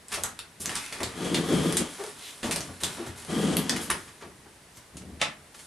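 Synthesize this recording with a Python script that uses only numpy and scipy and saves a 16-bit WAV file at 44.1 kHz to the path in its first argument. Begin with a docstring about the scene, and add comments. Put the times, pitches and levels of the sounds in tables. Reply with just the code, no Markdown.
"""Clicks, scuffs and two short rumbling rolls: a person settles on an office chair in a small room.
Plastic and metal joints snap under the load; castors run over bumps and shake floor and chair base.
Feet and weight thump, the seat hinge creaks, shoes and sleeves slide, clothes rustle.
At the end a hard object is put down and rings the desk. Room air and a computer fan hiss throughout."""
import sys
import numpy as np
from scipy import signal
from scipy.fft import rfft, irfft, next_fast_len
from scipy.io import wavfile
from scipy.ndimage import uniform_filter1d, map_coordinates

SR = 44100
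rng = np.random.default_rng(int(sys.argv[2]) if len(sys.argv) > 2 else 0)


def file_out(sig):
    """Save sig as 16-bit WAV at sys.argv[1]."""
    # one column per channel
    cols = np.atleast_2d(sig).T
    # limit, then scale
    lim = np.clip(cols, -1, 1)
    pcm = np.round(lim * 32767).astype(np.int16)
    wavfile.write(sys.argv[1], SR, pcm)


N = 249606
TIME = np.arange(N) / SR
HIT = np.arange(SR // 3) / SR  # time within one event, s

# diffuse room sound: f/Hz, left-right likeness
ALIKE = [(100, 0.97), (250, 0.96), (600, 0.66), (1200, 0.47), (2500, 0.56), (10000, 0.5)]


def rolling():
    """Castors cross small bumps: floor and base boom, wheels hiss; speed drives both."""
    # speed as rumble level, one list a roll: t/s, level/dB
    rolls = [
        [(1.13, -49), (1.262, -27), (1.476, -31), (1.528, -21.5), (1.618, -23.5), (1.636, -25.5),
         (1.768, -29.5), (1.778, -38), (1.816, -27.5), (1.9, -48)],
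        [(3.27, -32), (3.306, -31), (3.466, -23), (3.534, -22), (3.57, -31), (3.594, -25), (3.604, -31.5),
         (3.676, -35.5), (3.728, -32), (3.87, -40)],
    ]
    # modes of floor and chair base: f/Hz, width/Hz, level/dB
    base_modes = [(78, 8.3, -9.5), (165.7, 25.6, -1), (190, 19.7, -0.5), (253.5, 32.3, -1.5),
                  (360, 42.5, -5.5), (385, 41, -6), (423, 116, -8), (632, 140, -23)]
    # floor mode under the castors, one a roll: f/Hz, width/Hz, level/dB
    boards = [(360, 93, -8.5), (206, 13, 6.5)]
    # wheel spectrum: f/Hz, level/dB
    castor_tone = [(400, -3.5), (700, 5.5), (1200, 4), (2000, 1), (2750, -2.5), (3220, 7), (3700, -3),
                   (5200, -4), (6500, -5), (9800, -3.5), (11500, -10), (14000, -34)]
    # spectrum of the chair creeping: f/Hz, level/dB
    creep_tone = [(24, -31), (40, -28), (70, 8.5), (123, -11), (165, 1), (494, -16.5), (900, -26),
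                  (1170, -60), (1980, -120)]
    # rumble: f/Hz, left-right likeness
    boom_alike = [(60, 0.99), (250, 0.98), (600, 0.86)]
    cruise_db, cruise_hiss_db, hiss_db_per_db = -24.5, -36.5, 0.49
    load = wobble(knots_per_s=28)
    bumps = np.array([grains(N, per_s=500, spread_db=2.5) for ear in range(2)])
    bumps = spread(bumps, boom_alike) * amp(0.73 * load)
    wheels = coloured(grains(N, per_s=4300, spread_db=2) * amp(0.87 * load), castor_tone)
    turning = np.cumsum(1 + 0.025 * load)  # the wheels' ring wavers in pitch
    grit = room(unit(map_coordinates(wheels, [turning], mode="reflect")), wet_db=-3)
    radiation = lambda hz: hz ** 2 / (hz ** 2 + 60 ** 2)  # the floor radiates little deep bass
    creep = unit(filtered(bumps, lambda hz: amp(along(creep_tone, hz)) * radiation(hz)))
    track = amp(-46) * movement(start_s=4.92, length_s=0.29) * creep
    for roll, board in zip(rolls, boards):
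        s, db = np.transpose(roll)
        speed_db = np.interp(TIME, s, db)
        floor = lambda hz: resonances(base_modes, hz) * (1 + resonances([board], hz)) * radiation(hz)
        rumble = amp(speed_db) * unit(filtered(bumps, floor))
        hiss = amp(cruise_hiss_db + hiss_db_per_db * (speed_db - cruise_db)) * grit
        track += movement(s[0], s[-1] - s[0]) * (rumble + hiss)
    return track


def clicks():
    """A joint snaps over, then its parts chatter; each has its own resonance and room tail."""
    # chair joints: t/s, level/dB, ring f/Hz, tilt/(dB/octave), rattle re snap/dB
    joints = [(0.084, -31, 8150, 3.5, -18), (0.236, -13.5, 6750, 5.5, -31), (0.391, -23, 3300, 0.5, -9),
              (0.658, -16, 7000, 3, -27), (0.6943, -21, 1900, 0, -16), (0.755, -19, 7300, 0, -23),
              (0.9253, -21.5, 2050, 0.5, 5), (1.005, -23, 1560, -2.5, -14), (1.0321, -16, 3970, -0.5, -2.5),
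              (1.3448, -11, 3830, -2.5, 4.5), (1.7249, -18, 8400, 0, -20), (1.7694, -8, 7900, 1.5, 1),
              (2.431, -19.5, 2950, -3.5, -3), (2.5107, -16, 4450, 0, -2), (2.5605, -15.5, 3360, 4, -3),
              (2.6065, -22, 6660, 0, 0), (2.835, -14.5, 3920, 2, -15), (2.844, -17.5, 3830, 4, -11),
              (3.5688, -11.5, 3020, 6, -24), (3.6953, -9.5, 5340, -3, -8), (3.9028, -13, 10100, 7, -26),
              (3.9136, -18, 2900, -2.5, -17), (4.224, -36, 900, -5.5, -1), (4.9689, -29, 6500, 1.5, 6),
              (5.02, -39.5, 1800, -5, -18)]
    # snap spectrum: f/Hz, level/dB
    snap_tone = [(150, 0), (900, -1.5), (1900, 0.5), (3500, 1), (6200, -2), (9500, 1), (12000, -8.5),
                 (14000, -32)]
    snap_t60_s, rattle_t60_s = 0.0088, 0.095
    track = np.zeros((2, N))
    for s, db, ring_hz, tilt_db, rattle_db in joints:
        snap = unit(grains(len(HIT), per_s=30000, spread_db=4) * amp(-60 * HIT / snap_t60_s))
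        rattle = unit(rng.standard_normal(len(HIT)) * amp(-60 * HIT / rattle_t60_s))
        blow = coloured(snap + amp(rattle_db) * rattle, tilted(snap_tone, tilt_db))
        ring = signal.lfilter(*signal.iirpeak(ring_hz, Q=2.2, fs=SR), blow)
        add(track, s, room(amp(db - 29) * unit(blow + amp(1) * ring), wet_db=0.5))
    return track


def thumps():
    """Feet, weight and castor bumps shake the seat and boom the floor; heavier ones last longer."""
    # contacts: t/s, level/dB, seat f/Hz, boom re seat/dB
    contacts = [(0.172, -31.5, 610, -4.5), (0.598, -34.5, 157, -5), (0.675, -32.5, 170, -15),
                (1.001, -26, 364, -5), (1.502, -22, 176, -30), (1.8, -28, 300, -21), (2.432, -22, 260, -13),
                (2.489, -26, 172, -18), (2.556, -29, 620, -26), (2.591, -32, 161, -25),
                (2.688, -35, 244, -1), (2.825, -29, 156, -9), (2.982, -27, 333, -13.5),
                (3.063, -35.5, 332, 4), (3.298, -25.5, 191, -13), (3.519, -22.5, 200, -8),
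                (3.71, -25, 218, -7.5), (3.903, -31.5, 380, -8.5), (4.222, -36.5, 416, -8),
                (4.262, -40, 177, -23), (4.458, -45, 326, -10), (4.776, -47, 128, -19),
                (5.097, -43, 180, -5)]
    ref_decay_s, ref_db, db_per_doubling = 0.023, -34.5, 14
    floor_tone = [(20, -30), (55, -37), (84, -9), (130, -17.5), (400, -52), (2000, -84)]  # f/Hz, level/dB
    track = np.zeros(N)
    for s, db, hz, boom_db in contacts:
        age = HIT / (ref_decay_s * 2 ** ((db - ref_db) / db_per_doubling))
        push = grains(len(HIT), per_s=3000, spread_db=3) * age ** 0.26 * np.exp(-age)
        seat_tone = [(hz / 10, -45), (hz / 3, -22), (hz / 1.6, -11), (hz, 0),
                     (hz * 1.31, -9), (hz * 3, -15), (hz * 6, -26), (hz * 30, -60)]
        seat = unit(coloured(push, seat_tone))
        boom = unit(coloured(push, floor_tone))
        add(track, s, amp(db - 18) * (seat + amp(boom_db) * boom))
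    return track


def scuffs():
    """Shoes and sleeves slide: a burst of friction grains starts quickly and dies."""
    # slides: t/s, level/dB, tilt/(dB/octave), length/s
    slides = [(0.117, -17, -0.5, 0.021), (0.137, -16.5, -1, 0.018), (0.235, -21.5, -21, 0.02),
              (0.598, -23, 7, 0.032), (0.688, -26, -0.5, 0.038), (0.749, -20, 0, 0.026),
              (0.996, -33, 0, 0.029), (2.425, -23, -1, 0.051), (2.51, -15, 0.5, 0.02),
              (2.801, -26, 1, 0.019), (2.832, -15, 1, 0.011), (3.061, -28.5, 0.5, 0.019),
              (3.167, -36, 9, 0.027), (3.759, -18.5, -1, 0.016), (3.807, -25, 5, 0.038),
              (3.899, -10, -5.5, 0.011), (4.078, -33.5, -4, 0.011), (4.208, -34, -5.5, 0.022),
              (4.768, -37, 1.5, 0.012), (5.542, -34.5, -2.5, 0.01), (5.588, -33, 0.5, 0.012)]
    # friction spectrum: f/Hz, level/dB
    friction_tone = [(200, -4), (600, -6), (1000, 3), (1900, 4), (3600, 0.5), (6500, -0.5), (10000, 1),
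                     (12000, -7.5), (14000, -28)]
    track = np.zeros(N)
    for s, db, tilt_db, length_s in slides:
        contacts = grains(len(HIT), per_s=8300, spread_db=5.5)
        friction = unit(coloured(contacts, tilted(friction_tone, tilt_db)))
        age = 2 * HIT / length_s
        add(track, s, amp(db - 14) * friction * age * np.exp(1 - age))
    return track


def knock():
    """A hard object scrapes briefly, lands on the desk and rings the top."""
    # landing: t/s, level/dB
    landings = [(5.215, -16)]
    # modes of the bare desk top: f/Hz, level/dB, t60/s
    desk_modes = [(623, 1, 0.19), (850, 1, 0.16), (1610, -7, 0.15), (1770, -6, 0.13), (1920, -1, .14),
                  (2040, 4, 0.16), (2320, -4, .14), (2800, 0, 0.14), (3456, -8, .13)]
    # contact spectrum: f/Hz, level/dB
    knock_tone = [(40, -37), (100, -17), (300, -10), (450, -11.5), (620, -5), (1000, -8), (1400, -6),
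                  (2100, -4.5), (2700, -6.5), (4000, -8), (5500, -14), (9500, -18.5), (11500, -30),
                  (13000, -68)]
    impact_t60_s, settle_t60_s = 0.031, 0.17
    damping = 1.3  # papers on the desk shorten the ring
    track = np.zeros(N)
    for s, db in landings:
        decay = amp(-60 * HIT / impact_t60_s) + amp(-12 - 60 * HIT / settle_t60_s)
        blow = unit(coloured(rng.standard_normal(len(HIT)) * decay, knock_tone))
        ring = sum(amp(mode_db - 60 * damping * HIT / t60_s) * np.sin(2 * np.pi * hz * HIT)
                   for hz, mode_db, t60_s in desk_modes)
        add(track, s, amp(db - 21) * (blow + amp(-11.5) * unit(ring)))
        scrape = unit(coloured(rng.standard_normal(SR // 40), knock_tone))
        add(track, s - len(scrape) / SR, amp(db - 24) * scrape * np.linspace(0, 1, len(scrape)))
    return track


def creaks():
    """The seat hinge sticks and slips at an uneven rate as weight leans on it."""
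    # creaks: t/s, level/dB, slip rate/Hz, length/s
    leans = [(1.985, -36, 375, 0.05), (2.033, -34, 430, 0.023), (2.064, -45, 410, 0.042)]
    # hinge spectrum: f/Hz, level/dB
    hinge_tone = [(150, -12), (400, 0), (600, 2), (800, -8.5), (1300, -12.5), (2000, -15), (5000, -31),
                  (13000, -62)]
    track = np.zeros(N)
    for s, db, slip_hz, length_s in leans:
        unsteady = 1 + 0.13 * unit(uniform_filter1d(rng.standard_normal(len(HIT)), size=100))
        slips = np.diff(np.floor(np.cumsum(slip_hz * unsteady) / SR), prepend=0)
        swell = np.sin(np.pi * np.clip(HIT / length_s, 0, 1))
        add(track, s, amp(db) * swell * unit(coloured(slips - slips.mean(), hinge_tone)))
    return track


def clothes():
    """Cloth slides on cloth and seat; now and then a fold flips with a tiny tick."""
    # body movements: t/s, length/s, rub level/dB, swish level/dB
    moves = [(0.077, 0.17, -43.5, -46.5), (0.621, 0.082, -39.5, -54), (0.712, 0.14, -49, -43),
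             (0.896, 0.23, -40.5, -49), (1.866, 0.23, -44, -44.5), (2.15, 0.48, -50.5, -49.5),
             (2.59, 0.19, -48.5, -54), (2.808, 0.12, -40.5, -43), (2.939, 0.17, -45, -53.5),
             (3.15, 0.18, -46, -48), (3.915, 0.084, -52, -47.5), (4.018, 0.25, -56, -61.5),
             (5.52, 0.14, -60, -51.5)]
    # dull rub: f/Hz, level/dB
    rub_tone = [(60, -28), (200, 8), (600, 4.5), (1900, 5), (3200, 0.5), (6000, -8), (14000, -56)]
    # bright swish: f/Hz, level/dB
    swish_tone = [(1000, -56), (3300, 8.5), (6000, 6.5), (10000, 11.5), (12000, 1.5), (14500, -36)]
    rub_gain = sum(amp(db - 6) * movement(s, length_s) for s, length_s, db, _ in moves)
    swish_gain = sum(amp(db - 3) * movement(s, length_s) for s, length_s, _, db in moves)
    rub = unit(coloured(grains(N, per_s=1500, spread_db=2), rub_tone))
    threads = grains(N, per_s=6000, spread_db=2.5)
    folds = grains(N, per_s=25, spread_db=5)
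    swish = unit(coloured(threads + amp(-8) * folds, swish_tone))
    return rub_gain * rub + swish_gain * swish


def sweeps():
    """A sleeve speeds up and slows down: soft hiss swells around one broad pitch."""
    # sleeve strokes: middle t/s, level/dB, f/Hz, half-width/s
    strokes = [(0.826, -46.5, 2540, 0.16), (2.271, -44.5, 3960, 0.084), (2.929, -51, 8600, 0.051),
               (4.771, -54.5, 7500, 0.039), (4.794, -61, 1130, 0.04)]
    offset_s = HIT - HIT.mean()
    track = np.zeros(N)
    for s, db, hz, half_width_s in strokes:
        tone = [(hz / 6, -26), (hz / 2, -7), (hz, 0), (hz * 1.16, -9), (hz * 3, -14), (hz * 4, -32)]
        hiss = unit(coloured(grains(len(HIT), per_s=11000, spread_db=2), tone))
        swell = np.exp(-2 * (offset_s / half_width_s) ** 2)
        add(track, s + offset_s[0], amp(db) * hiss * swell)
    return track


def hush():
    """Steady air noise of room and computer fan."""
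    # air spectrum: f/Hz, level/dB
    air_tone = [(15, -52), (25, -6.5), (92, -2), (305, -6), (368, -6.5), (549, -8), (1130, -10),
                (1320, -11.5), (1920, -10), (2500, -14), (6700, -18), (9990, -15), (14500, -33)]
    air = spread(rng.standard_normal((2, N)), ALIKE)
    return amp(-53.5) * unit(filtered(air, lambda hz: amp(along(air_tone, hz))))


def room(x, wet_db):
    """Direct sound plus the small room's stereo tail, whose treble dies first."""
    # reverberation: f/Hz, t60/s
    decay_times = [(150, 0.59), (530, 0.28), (1400, 0.34), (3700, 0.24), (10000, 0.18)]
    hz, t, noise = signal.stft(rng.standard_normal((2, SR // 3)), SR, nperseg=256)
    decay = amp(-60 * t / along(decay_times, hz)[:, None])
    tail = spread(signal.istft(noise * decay, SR, nperseg=256)[1], ALIKE)
    tail = np.pad(tail / np.linalg.norm(tail[0]), ((0, 0), (SR // 400, 0)))  # 2.5 ms pre-delay
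    return x + amp(wet_db) * signal.fftconvolve(x[None], tail, axes=1)[:, :len(x)]


def amp(db):
    """dB to gain."""
    return 10 ** (np.asarray(db) / 20)


def unit(x):
    """Scale to rms 1."""
    return x / np.sqrt(np.mean(x ** 2) + 1e-20)


def along(points, hz):
    """Read (f/Hz, value) points on a log frequency axis."""
    f, v = np.transpose(points)
    return np.interp(np.log(hz + 1), np.log(f + 1), v)


def filtered(x, response):
    """Multiply the spectrum by response(hz)."""
    n = x.shape[-1]
    m = next_fast_len(n + SR // 5)
    return irfft(rfft(x, m) * response(np.fft.rfftfreq(m, 1 / SR)), m)[..., :n]


def coloured(x, points):
    """Minimum-phase filter shaped by (f/Hz, level/dB) points."""
    size = 4096
    cepstrum = irfft(np.log(amp(along(points, np.fft.rfftfreq(size, 1 / SR)))))
    cepstrum[1:size // 2] *= 2
    cepstrum[size // 2 + 1:] = 0
    return signal.fftconvolve(x, irfft(np.exp(rfft(cepstrum))))[:len(x)]


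def tilted(points, db_per_octave, from_hz=1730):
    """Tilt a spectrum's treble: a harder contact is brighter."""
    return [(hz, db + db_per_octave * np.log2(max(hz / from_hz, 1))) for hz, db in points]


def resonances(modes, hz):
    """Response of (f/Hz, width/Hz, level/dB) modes of alternating sign."""
    return sum((-1) ** k * amp(db) * 1j * hz * width / (f * f - hz * hz + 1j * hz * width)
               for k, (f, width, db) in enumerate(modes))


def grains(n, per_s, spread_db):
    """Tiny contacts of random time and size, at rms 1."""
    chance, sign, strength = rng.random(n), rng.standard_normal(n), rng.standard_normal(n)
    return unit((chance < per_s / SR) * np.sign(sign) * amp(spread_db * np.clip(strength, -2, 2)))


def wobble(knots_per_s):
    """Smooth random curve."""
    knots = rng.standard_normal(int(N * knots_per_s / SR) + 4)
    return map_coordinates(knots, [TIME * knots_per_s])


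def movement(start_s, length_s, attack_s=0.035, release_s=0.067):
    """Gain of one movement: attack, hold, release."""
    age_s = TIME - start_s
    return np.clip(age_s / attack_s, 0, 1) * np.exp(-np.maximum(age_s - length_s, 0) / release_s)


def add(track, s, sound):
    """Mix a sound into the track at time s."""
    start = max(round(s * SR), 0)
    part = track[..., start:start + sound.shape[-1]]
    part += sound[..., :part.shape[-1]]


def spread(pair, alike):
    """Two unrelated signals become left and right with the given likeness."""
    turn = lambda hz: np.arccos(np.clip(along(alike, hz), -1, 1)) / 2
    mid, side = filtered(pair, lambda hz: np.array([np.cos(turn(hz)), np.sin(turn(hz))]))
    return np.array([mid + side, mid - side])


def panned(x, left_db):
    """Lean a stereo sound to the left."""
    return x * amp([[left_db / 2], [-left_db / 2]])


def scene():
    """All sources share the room; the chair is slightly to the left."""
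    chair = panned(rolling() + room(thumps() + creaks(), wet_db=-6.5), left_db=1.8)
    body = room(clothes() + sweeps() + scuffs(), wet_db=-2.5)
    return chair + body + clicks() + room(knock(), wet_db=0.5) + hush()


def record(dry):
    """A small microphone loses the deepest bass and the top treble."""
    low_hz, top_hz = 32, 14600
    return filtered(dry, lambda hz: hz / np.hypot(hz, low_hz) * (hz < top_hz))


dry = scene()
out = record(dry)
file_out(out)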